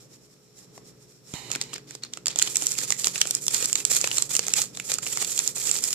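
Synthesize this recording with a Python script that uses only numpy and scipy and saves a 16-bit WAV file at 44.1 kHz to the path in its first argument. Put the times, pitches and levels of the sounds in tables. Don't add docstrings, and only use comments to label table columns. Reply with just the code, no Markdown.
import sys
import numpy as np
from scipy import signal
from scipy.fft import rfft, irfft
from scipy.io import wavfile

SR = 44100
rng = np.random.default_rng(int(sys.argv[2]) if len(sys.argv) > 2 else 0)


def master(y):
    cut = np.clip(np.atleast_2d(y).T, -1, 1)
    pcm = np.round(cut * 32767)
    wavfile.write(sys.argv[1], SR, pcm.astype(np.int16))


N = 262306

FOIL_LIKENESS = 0.37


def from_db(db):
    return 10 ** (np.asarray(db) / 20)


def rms_one(x):
    return x / np.sqrt(np.mean(x ** 2) + 1e-20)


def in_time(rows):
    s, *columns = np.transpose(rows)
    return [np.interp(np.arange(N) / SR, s, column) for column in columns]


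def drift(rate_hz):
    step = 20
    pole = np.exp(-2 * np.pi * rate_hz * step / SR)
    warm_up = 2000
    noise = rng.standard_normal(N // step + 2 + warm_up)
    slow = signal.lfilter([1], [1, -2 * pole, pole * pole], noise)[warm_up:]
    return np.interp(np.arange(N) / step, np.arange(len(slow)), rms_one(slow))


def response(spectrum, size=2048):
    hz, db = np.transpose(spectrum)
    grid_hz = np.maximum(np.arange(size // 2 + 1) * SR / size, 1)
    gain = from_db(np.interp(np.log(grid_hz), np.log(hz), db))
    cepstrum = irfft(np.log(gain))
    cepstrum[1:size // 2] *= 2
    cepstrum[size // 2 + 1:] = 0
    impulse = irfft(np.exp(rfft(cepstrum)))
    return rms_one(impulse) / np.sqrt(size)


def colour(x, impulse):
    return signal.fftconvolve(x, impulse[None], axes=1)[:, :x.shape[1]]


def resonate(x, hz, width_hz, gain_db):
    r = np.tan(np.pi * width_hz / SR)
    c = -2 * np.cos(2 * np.pi * hz / SR)
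    g = from_db(gain_db)
    return signal.lfilter([1 + r * g, c, 1 - r * g], [1 + r, c, 1 - r], x)


def noise_pair(size, alike):
    alike = np.clip(alike, 0, 1)
    shared = rng.standard_normal(size)
    separate = rng.standard_normal((2, size))
    return np.sqrt(alike) * shared + np.sqrt(1 - alike) * separate


# f/Hz, level/dB (rms before the gain in BACKGROUND_LEVELS)
HUM_LINES = [(60, -74), (120, -60.5), (139.3, -58.5), (180, -61), (240, -65.5), (300, -63.5), (360, -65),
             (420, -60), (480, -68)]
# f/Hz, relative density/dB
ROOM_AIR_SPECTRUM = [(20, -21), (60, -7), (95, -7), (150, 4.5), (300, -0.5), (480, 1.5), (700, -10),
                     (1100, -14.5), (1600, -18), (4000, -23), (14000, -37)]
# t/s, hum gain/dB, air level/dB
BACKGROUND_LEVELS = [(0, -5.5, -57.5), (.45, -9.5, -63), (.8, -3.5, -55.5), (1.2, -8.5, -62.5),
                     (1.5, 2.5, -50.5), (2.0, -3, -58.5), (2.6, 1, -53.5), (5.95, 0, -53)]


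def background(waver_db=2.5, wander_rad=0.3, air_alike=0.4, self_noise_db=-72):
    hum_gain_db, air_db = in_time(BACKGROUND_LEVELS)
    t = np.arange(N) / SR
    hum = 0
    for hz, db in HUM_LINES:
        level = from_db(db + waver_db * drift(4.1)) * np.sqrt(2)
        phase = 2 * np.pi * (hz * t + rng.random()) + wander_rad * drift(0.66)
        hum = hum + level * np.sin(phase)
    air = rms_one(colour(noise_pair(N, air_alike), response(ROOM_AIR_SPECTRUM)))
    self_noise = from_db(self_noise_db) * noise_pair(N, 0)
    return from_db(hum_gain_db) * hum + from_db(air_db) * air + self_noise


SHAKE_S = 0.024
SHAKE_RUSTLE_DB = -3.5
# t/s of the middle, hiss level/dB
SHAKE_TIMES = [(.025, -62), (.135, -62), (.245, -66), (.325, -67), (.455, -71), (.59, -58), (.63, -63.5),
               (.765, -60.5), (.88, -59.5), (1.03, -64), (1.11, -65), (1.16, -68), (1.28, -60.5),
               (1.323, -54)]


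def with_shakes(levels_db):
    t = np.arange(N) / SR
    power = 0
    for s, db in SHAKE_TIMES:
        bell = np.exp(-np.minimum(((t - s) / SHAKE_S) ** 2, 20))
        power = power + from_db(db) ** 2 * bell
    shaken = [power, power * from_db(SHAKE_RUSTLE_DB) ** 2]
    return 10 * np.log10(from_db(levels_db) ** 2 + shaken)


def grit(slips_per_s, spread_db, slip_s, smooth_share):
    sizes = from_db(spread_db * np.minimum(rng.exponential(1, N), 4))
    slips = (rng.random(N) < slips_per_s / SR) * sizes ** 2
    decay = np.exp(-1 / (slip_s * SR))
    power = signal.lfilter([1], [1, -decay], slips + 1e-18)
    share = np.clip(smooth_share, 0, 1)
    return np.sqrt(share + (1 - share) * power / power.mean())


# f/Hz, width/Hz, peak gain/dB
PACKET_RESONANCES = [(500, 120, 8), (890, 75, 6), (2090, 670, 9.5), (2440, 67, 10), (4450, 270, 1.5)]


def packet(x):
    for hz, width_hz, gain_db in PACKET_RESONANCES:
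        x = resonate(x, hz, width_hz, gain_db)
    return x


# f/Hz, relative density/dB
HISS_SPECTRUM = [(3000, -18), (5000, 1), (6500, 4), (8000, 5), (10000, 2), (13000, -4.5), (16000, -0.5)]
# f/Hz, relative density/dB
RUSTLE_SPECTRUM = [(100, -8), (260, 4), (450, 1), (700, -5.5), (1000, -2), (1500, -3.5), (2400, -6.5),
                   (3300, 4), (4600, 8), (6500, -1.5), (12000, -38)]


def rubbing(hiss_db, rustle_db, flicker_db=2.0, hiss_alike=0.3):
    fine = grit(slips_per_s=1500, spread_db=4.5, slip_s=0.00058, smooth_share=0.54)
    coarse = grit(slips_per_s=680, spread_db=5.0, slip_s=0.0015, smooth_share=0.67)
    hiss = rms_one(colour(fine * noise_pair(N, hiss_alike), response(HISS_SPECTRUM)))
    creasing = coarse * np.sqrt(fine) * noise_pair(N, FOIL_LIKENESS)
    rustle = rms_one(packet(colour(creasing, response(RUSTLE_SPECTRUM))))
    pressure = from_db(flicker_db * drift(51))
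    return pressure * (from_db(hiss_db) * hiss + from_db(rustle_db) * rustle)


THIN_OVER_HISS_DB = 3.5
THIN_HISS_DB = (-68, -58.5)
# f/Hz, relative density/dB
THIN_HISS_SPECTRUM = [(2000, -13), (3300, -22), (3900, -7), (4700, -11), (5400, 0), (5900, -6.5),
                      (6500, -13), (9000, -15), (15000, -18.5)]


def light_touch(hiss_db):
    level_db = np.clip(hiss_db + THIN_OVER_HISS_DB, *THIN_HISS_DB)
    return from_db(level_db) * rms_one(colour(noise_pair(N, 0), response(THIN_HISS_SPECTRUM)))


# f/Hz, relative density/dB
POP_SPECTRUM = [(80, -27.5), (300, 14.5), (500, 12.5), (1300, 10), (2200, -6), (6000, -60)]
PANEL_SPECTRUM = [(500, -13.5), (1500, -1), (2400, 6.5), (4600, 4), (6500, 5.5), (14000, -11.5)]
CRACK_SPECTRUM = [(2500, -22), (5000, -2), (6500, -0.5), (8000, 1.5), (10000, -9.5), (13000, -13),
                  (16000, -38)]
# (levels as rms
# over 3 ms, before the trims and the scatter in snaps)
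SINGLE_SNAPS = [(0.7777, 1810, -42, -47.5, -54), (1.3374, 2970, -38, -33.5, -58),
                (1.502, 2450, -34, -42, -46), (1.5158, 3860, -38, -27.5, -28),
                (1.5363, 2200, -52, -48, -39), (1.5511, 1570, -37, -25, -51),
                (1.5584, 1670, -27.5, -33, -28.5), (1.6134, 4580, -33, -22.5, -28.5),
                (1.7324, 3300, -38, -34, -37), (1.7381, 4000, -45, -35, -39), (1.76, 2230, -44, -34.5, -63),
                (1.7805, 1480, -50, -39, -69), (1.951, 4900, -37.5, -35.5, -39.5),
                (2.0351, 4307, -46, -26.5, -71), (2.1352, 3700, -56, -29.5, -47),
                (2.1727, 2180, -36.5, -36.5, -41), (2.258, 4540, -48, -23.5, -36),
                (2.2679, 4800, -35.5, -22, -45), (2.2816, 4840, -37.5, -23, -24),
                (2.359, 3670, -31.5, -30, -31), (2.3883, 3180, -37, -30, -18.5),
                (2.396, 3500, -38, -21.5, -29), (2.418, 1560, -43, -21.5, -37),
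                (2.4242, 4400, -55, -19.5, -18), (2.4741, 3200, -34, -26, -38),
                (2.5572, 2350, -50, -27, -19.5), (2.5689, 3530, -51, -45, -20.5),
                (2.6221, 3500, -27, -36, -28), (2.668, 4493, -46, -36, -17),
                (2.7187, 4350, -53, -32.5, -25), (2.7866, 4420, -36, -24.5, -25),
                (2.9045, 1874, -25.5, -29.5, -21), (2.9221, 2024, -59, -21, -21.5),
                (3.044, 4028, -38, -19.5, -26), (3.0701, 4960, -23.5, -20.5, -19),
                (3.1574, 2450, -61, -24, -44), (3.214, 3200, -31.5, -11, -23),
                (3.2536, 1504, -30, -32, -37), (3.272, 2440, -39, -36, -27.5),
                (3.3093, 3680, -37, -28.5, -18), (3.3506, 4423, -62, -47, -19),
                (3.4661, 3780, -40, -35, -27), (3.4811, 3364, -35.5, -25.5, -17.5),
                (3.5452, 4450, -47, -40, -24.5), (3.6256, 2745, -39, -31, -23.5),
                (3.6569, 4394, -59, -46, -19.5), (3.7291, 2646, -51, -30, -19.5),
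                (3.755, 3990, -35, -20, -26), (3.851, 4430, -41, -22, -17.5),
                (3.9138, 1688, -32.5, -30.5, -37), (3.9657, 4556, -54, -31, -17.5),
                (4.0135, 4730, -48, -30, -24.5), (4.0416, 2500, -28, -19, -41),
                (4.074, 2760, -28, -26, -31), (4.1138, 2832, -31, -21, -43), (4.1705, 2860, -34, -32, -23),
                (4.1828, 4160, -32, -21.5, -22.5), (4.2229, 4310, -34, -28.5, -20),
                (4.352, 2870, -31, -27, -24), (4.3655, 4406, -53, -25, -17.5),
                (4.3922, 4460, -30.5, -19.5, -26), (4.4671, 3500, -38, -42, -29),
                (4.4823, 2055, -32, -30.5, -25.5), (4.5373, 2670, -43, -21.5, -16),
                (4.5908, 4156, -44, -40, -27), (4.6175, 4365, -57, -27.5, -22.5),
                (4.7721, 3770, -35.5, -32.5, -36), (4.7983, 2270, -38, -27.5, -58),
                (4.9174, 4490, -32.5, -21.5, -25), (4.9397, 4585, -43, -38, -22.5),
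                (4.985, 4774, -30.5, -32, -32), (5.0656, 2223, -33, -27, -50),
                (5.1726, 2060, -30, -27.5, -25.5), (5.216, 4340, -35, -36, -29),
                (5.2257, 2930, -29, -32, -31), (5.2462, 4498, -53, -28.5, -44),
                (5.377, 3254, -44, -28, -30), (5.3905, 3551, -39, -28, -17),
                (5.3998, 1680, -39, -30.5, -47), (5.4763, 4073, -40, -49, -20.5),
                (5.7136, 4223, -53, -31.5, -22.5), (5.7632, 4570, -45, -28, -41),
                (5.8392, 4910, -62, -46, -20.5), (5.929, 4890, -61, -25, -25)]


def snaps(rows, pop_s=0.0011, panel_s=0.0014, crack_s=0.00052, scatter_db=1.34, size=2048):
    pop_trim_db, panel_trim_db, crack_trim_db = -4.5, -0.5, -1.07
    out = np.zeros((2, N + size))
    t = np.arange(size) / SR
    window = 0.003 * SR
    pop, panel, crack = response(POP_SPECTRUM), response(PANEL_SPECTRUM), response(CRACK_SPECTRUM)

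    def burst(decay_s, impulse):
        envelope = np.exp(-t / decay_s) * (1 - np.exp(-2 * t / decay_s))
        return colour(noise_pair(size, FOIL_LIKENESS) * envelope, impulse)

    for s, hz, pop_db, panel_db, crack_db in rows:
        flip = resonate(burst(panel_s, panel), hz, width_hz=420, gain_db=12.5)
        pocket_hz = rng.uniform(430, 1650)
        puff = resonate(burst(pop_s, pop), pocket_hz, width_hz=180, gain_db=6)
        snap = from_db(pop_db + pop_trim_db) * rms_one(puff)
        snap = snap + from_db(panel_db + panel_trim_db) * rms_one(flip)
        snap = snap + from_db(crack_db + crack_trim_db) * rms_one(burst(crack_s, crack))
        facing = from_db(scatter_db * rng.standard_normal() * np.array([[-1], [1]]))
        at = round(s * SR)
        out[:, at:at + size] += facing * snap * np.sqrt(window / size)
    return out[:, :N]


# t/s, f/Hz, level/dB (undamped amplitude), t60/s
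HAND_KNOCKS = [(0.778, 650, -34, 0.0082), (1.338, 169, -17.5, 0.015), (2.622, 536, -48, 0.059),
               (3.070, 400, -22, 0.017), (3.627, 503, -31, 0.034), (4.040, 521, -26.5, 0.036),
               (4.392, 472.5, -25, 0.028), (4.591, 838, -29, 0.026)]


def knocks(low_cut_hz=85):
    out = np.zeros(N)
    for s, hz, db, t60_s in HAND_KNOCKS:
        t = np.maximum(np.arange(N) / SR - s, 0)
        decay = np.exp(-np.minimum(np.log(1000) * t / t60_s, 20))
        out += from_db(db) * np.sin(2 * np.pi * hz * t) * decay
    return signal.sosfilt(signal.butter(2, low_cut_hz, "high", fs=SR, output="sos"), out)


# t/s, level/dB before flicker and pan
BRUSH_LEVELS = [(0, -100), (1.25, -94), (1.333, -59), (1.345, -40.5), (1.38, -43.5), (1.47, -48.5),
                (1.55, -48), (1.62, -57), (1.72, -53), (1.8, -100)]
# f/Hz, width/Hz, relative level/dB
BRUSH_RESONANCES = [(950, 220, 4), (2150, 540, 2.5), (2420, 300, -8), (2910, 130, 5), (3780, 200, 5.5),
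                    (4100, 140, 3), (5300, 390, -16), (6750, 350, -19)]


def brush(pan_db=4.5, flicker_db=1.0):
    level_db, = in_time(BRUSH_LEVELS)
    friction = noise_pair(N, 0.42)
    sliding = 0
    for hz, width_hz, db in BRUSH_RESONANCES:
        b, a = signal.iirpeak(hz, hz / width_hz, fs=SR)
        sliding = sliding + from_db(db) * signal.lfilter(b, a, friction)
    level = from_db(level_db + flicker_db * drift(40))
    return rms_one(sliding) * level * from_db([[-pan_db], [pan_db]])


ATTACK_S, RELEASE_DB_PER_S = 0.02, 330
RESTING_DB = (-94, -73)
# t/s of the start, length/s, gritty hiss level/dB, rustle level/dB
FINGER_STROKES = [(1.491, 0.06, -57, -43), (1.598, 0.023, -48, -40), (1.72, 0.034, -60, -44),
                  (1.867, 0.07, -56, -51), (2.016, .03, -65, -47), (2.121, 0.019, -54, -49),
                  (2.258, 0.065, -54, -44), (2.36, 0.11, -41, -40), (2.484, 0.038, -40, -47),
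                  (2.535, 0.2, -36, -42), (2.755, 0.078, -35.5, -38.5), (2.865, 0.062, -38, -42),
                  (2.968, 0.055, -36.5, -43.5), (3.027, 0.056, -34.5, -38), (3.129, 0.087, -38.5, -39.5),
                  (3.246, 0.13, -42.5, -46), (3.396, 0.055, -39.5, -51), (3.49, 0.049, -34.5, -39.5),
                  (3.522, 0.12, -32.5, -35.5), (3.668, 0.04, -37.5, -44), (3.741, 0.061, -36.5, -40),
                  (3.847, 0.065, -41, -45), (3.892, 0.079, -28, -34), (3.989, 0.096, -38.5, -39.5),
                  (4.098, .125, -36.5, -41.5), (4.288, 0.074, -33.5, -40), (4.398, 0.13, -43, -43),
                  (4.548, 0.066, -30.5, -34.5), (4.727, 0.099, -51, -52.5), (4.836, 0.048, -38.5, -49),
                  (4.883, 0.058, -35, -36.5), (5.014, 0.17, -36.5, -42), (5.187, 0.046, -33, -35),
                  (5.259, 0.17, -36.5, -44), (5.42, 0.066, -36, -42.5), (5.544, 0.095, -34.5, -41),
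                  (5.649, 0.13, -32.5, -38.5), (5.814, 0.15, -34.5, -41.5)]


def stroke_levels():
    t = np.arange(N) / SR
    power = from_db(RESTING_DB)[:, None] ** 2 * np.ones(N)
    for s, length_s, *levels_db in FINGER_STROKES:
        near = slice(int(s * SR), int((s + length_s + 0.5) * SR))
        age = t[near] - s
        attack = np.clip(age / ATTACK_S, 0, 1)
        release = from_db(-RELEASE_DB_PER_S * np.maximum(age - length_s, 0))
        power[:, near] += (from_db(levels_db)[:, None] * attack * release) ** 2
    return 10 * np.log10(power)


CREASES_PER_S, BUCKLING_DB = 64, -45
CREASE_PITCH_HZ = (1560, 5300)
CREASE_DB, CREASE_SPREAD_DB = (-48, -39.5, -36.5), 4  # (pop, panel, crack) at FIRM_STROKE_DB, before trims
FIRM_STROKE_DB, CREASE_FOLLOWS = -40, 0.66


def creases(rustle_db, count=360):
    chance = rng.random((count, 2))
    scatter = rng.standard_normal((count, 3))
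    rate = CREASES_PER_S / (1 + from_db(BUCKLING_DB - rustle_db) ** 2)
    due = np.cumsum(rate) / SR
    moments = np.searchsorted(due, np.arange(count) + 2 * chance[:, 0])
    pitches = np.interp(chance[:, 1], [0, 1], CREASE_PITCH_HZ)
    levels = np.array(CREASE_DB) + CREASE_SPREAD_DB * np.clip(scatter, -2, 2)
    effort_db = CREASE_FOLLOWS * (rustle_db - FIRM_STROKE_DB)
    rows = []
    for at, hz, db in zip(moments, pitches, levels):
        if at < N:
            rows.append((at / SR, hz, *(db + effort_db[at])))
    return rows


ROOM_T60_S, ROOM_DB = 0.24, -18
# delay/ms on the right (7 % longer on the left), level/dB
NEAR_ECHOES = [(1.4, -22.5), (2.6, -18), (7.2, -29)]


def room(x):
    t = np.arange(int(ROOM_T60_S * SR)) / SR
    envelope = np.exp(-np.log(1000) * t / ROOM_T60_S) * (1 - np.exp(-t / 0.003))
    tail = noise_pair(len(t), 0.27) * envelope
    tail = signal.sosfilt(signal.butter(1, 7000, fs=SR, output="sos"), tail)
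    impulse = from_db(ROOM_DB) * rms_one(tail) / np.sqrt(len(t))
    impulse[:, 0] += 1
    for ms, db in NEAR_ECHOES:
        delays = (ms * SR / 1000 * np.array([1.07, 1])).astype(int)
        impulse[[0, 1], delays] += from_db(db)
    return signal.fftconvolve(x, impulse, axes=1)[:, :N]


FOIL_PAN_DB, PAN_DB = 0.84, 0.03
LEFT_LAG = 2


def scene():
    strokes_db = stroke_levels()
    hiss_db, rustle_db = with_shakes(strokes_db)
    buckling = snaps(list(SINGLE_SNAPS) + creases(strokes_db[1]))
    foil = (buckling + rubbing(hiss_db, rustle_db)) * from_db([[-FOIL_PAN_DB], [FOIL_PAN_DB]])
    sound = room(foil + light_touch(hiss_db) + brush() + knocks()) + background()
    left = np.pad(sound[0], (LEFT_LAG, 0))[:N]
    return np.array([left * from_db(-PAN_DB), sound[1] * from_db(PAN_DB)])


CUTOFF_HZ = 14700
# f/Hz, width/Hz, peak gain/dB
LEFT_PORT_RESONANCES = [(2750, 3500, 1), (5650, 460, 7)]
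RIGHT_PORT_RESONANCES = [(1283, 74, 7.3), (3430, 140, 2), (7134, 730, 12.83), (8110, 1200, 2.5),
                         (11660, 1450, 5.5)]


def record(dry):
    out = []
    for x, port in zip(dry, (LEFT_PORT_RESONANCES, RIGHT_PORT_RESONANCES)):
        for hz, width_hz, gain_db in port:
            x = resonate(x, hz, width_hz, gain_db)
        out.append(x)
    clipped = np.clip(out, -0.88, 0.88)
    return signal.sosfilt(signal.ellip(8, 0.3, 70, CUTOFF_HZ, fs=SR, output="sos"), clipped)


dry = scene()
out = record(dry)
master(out)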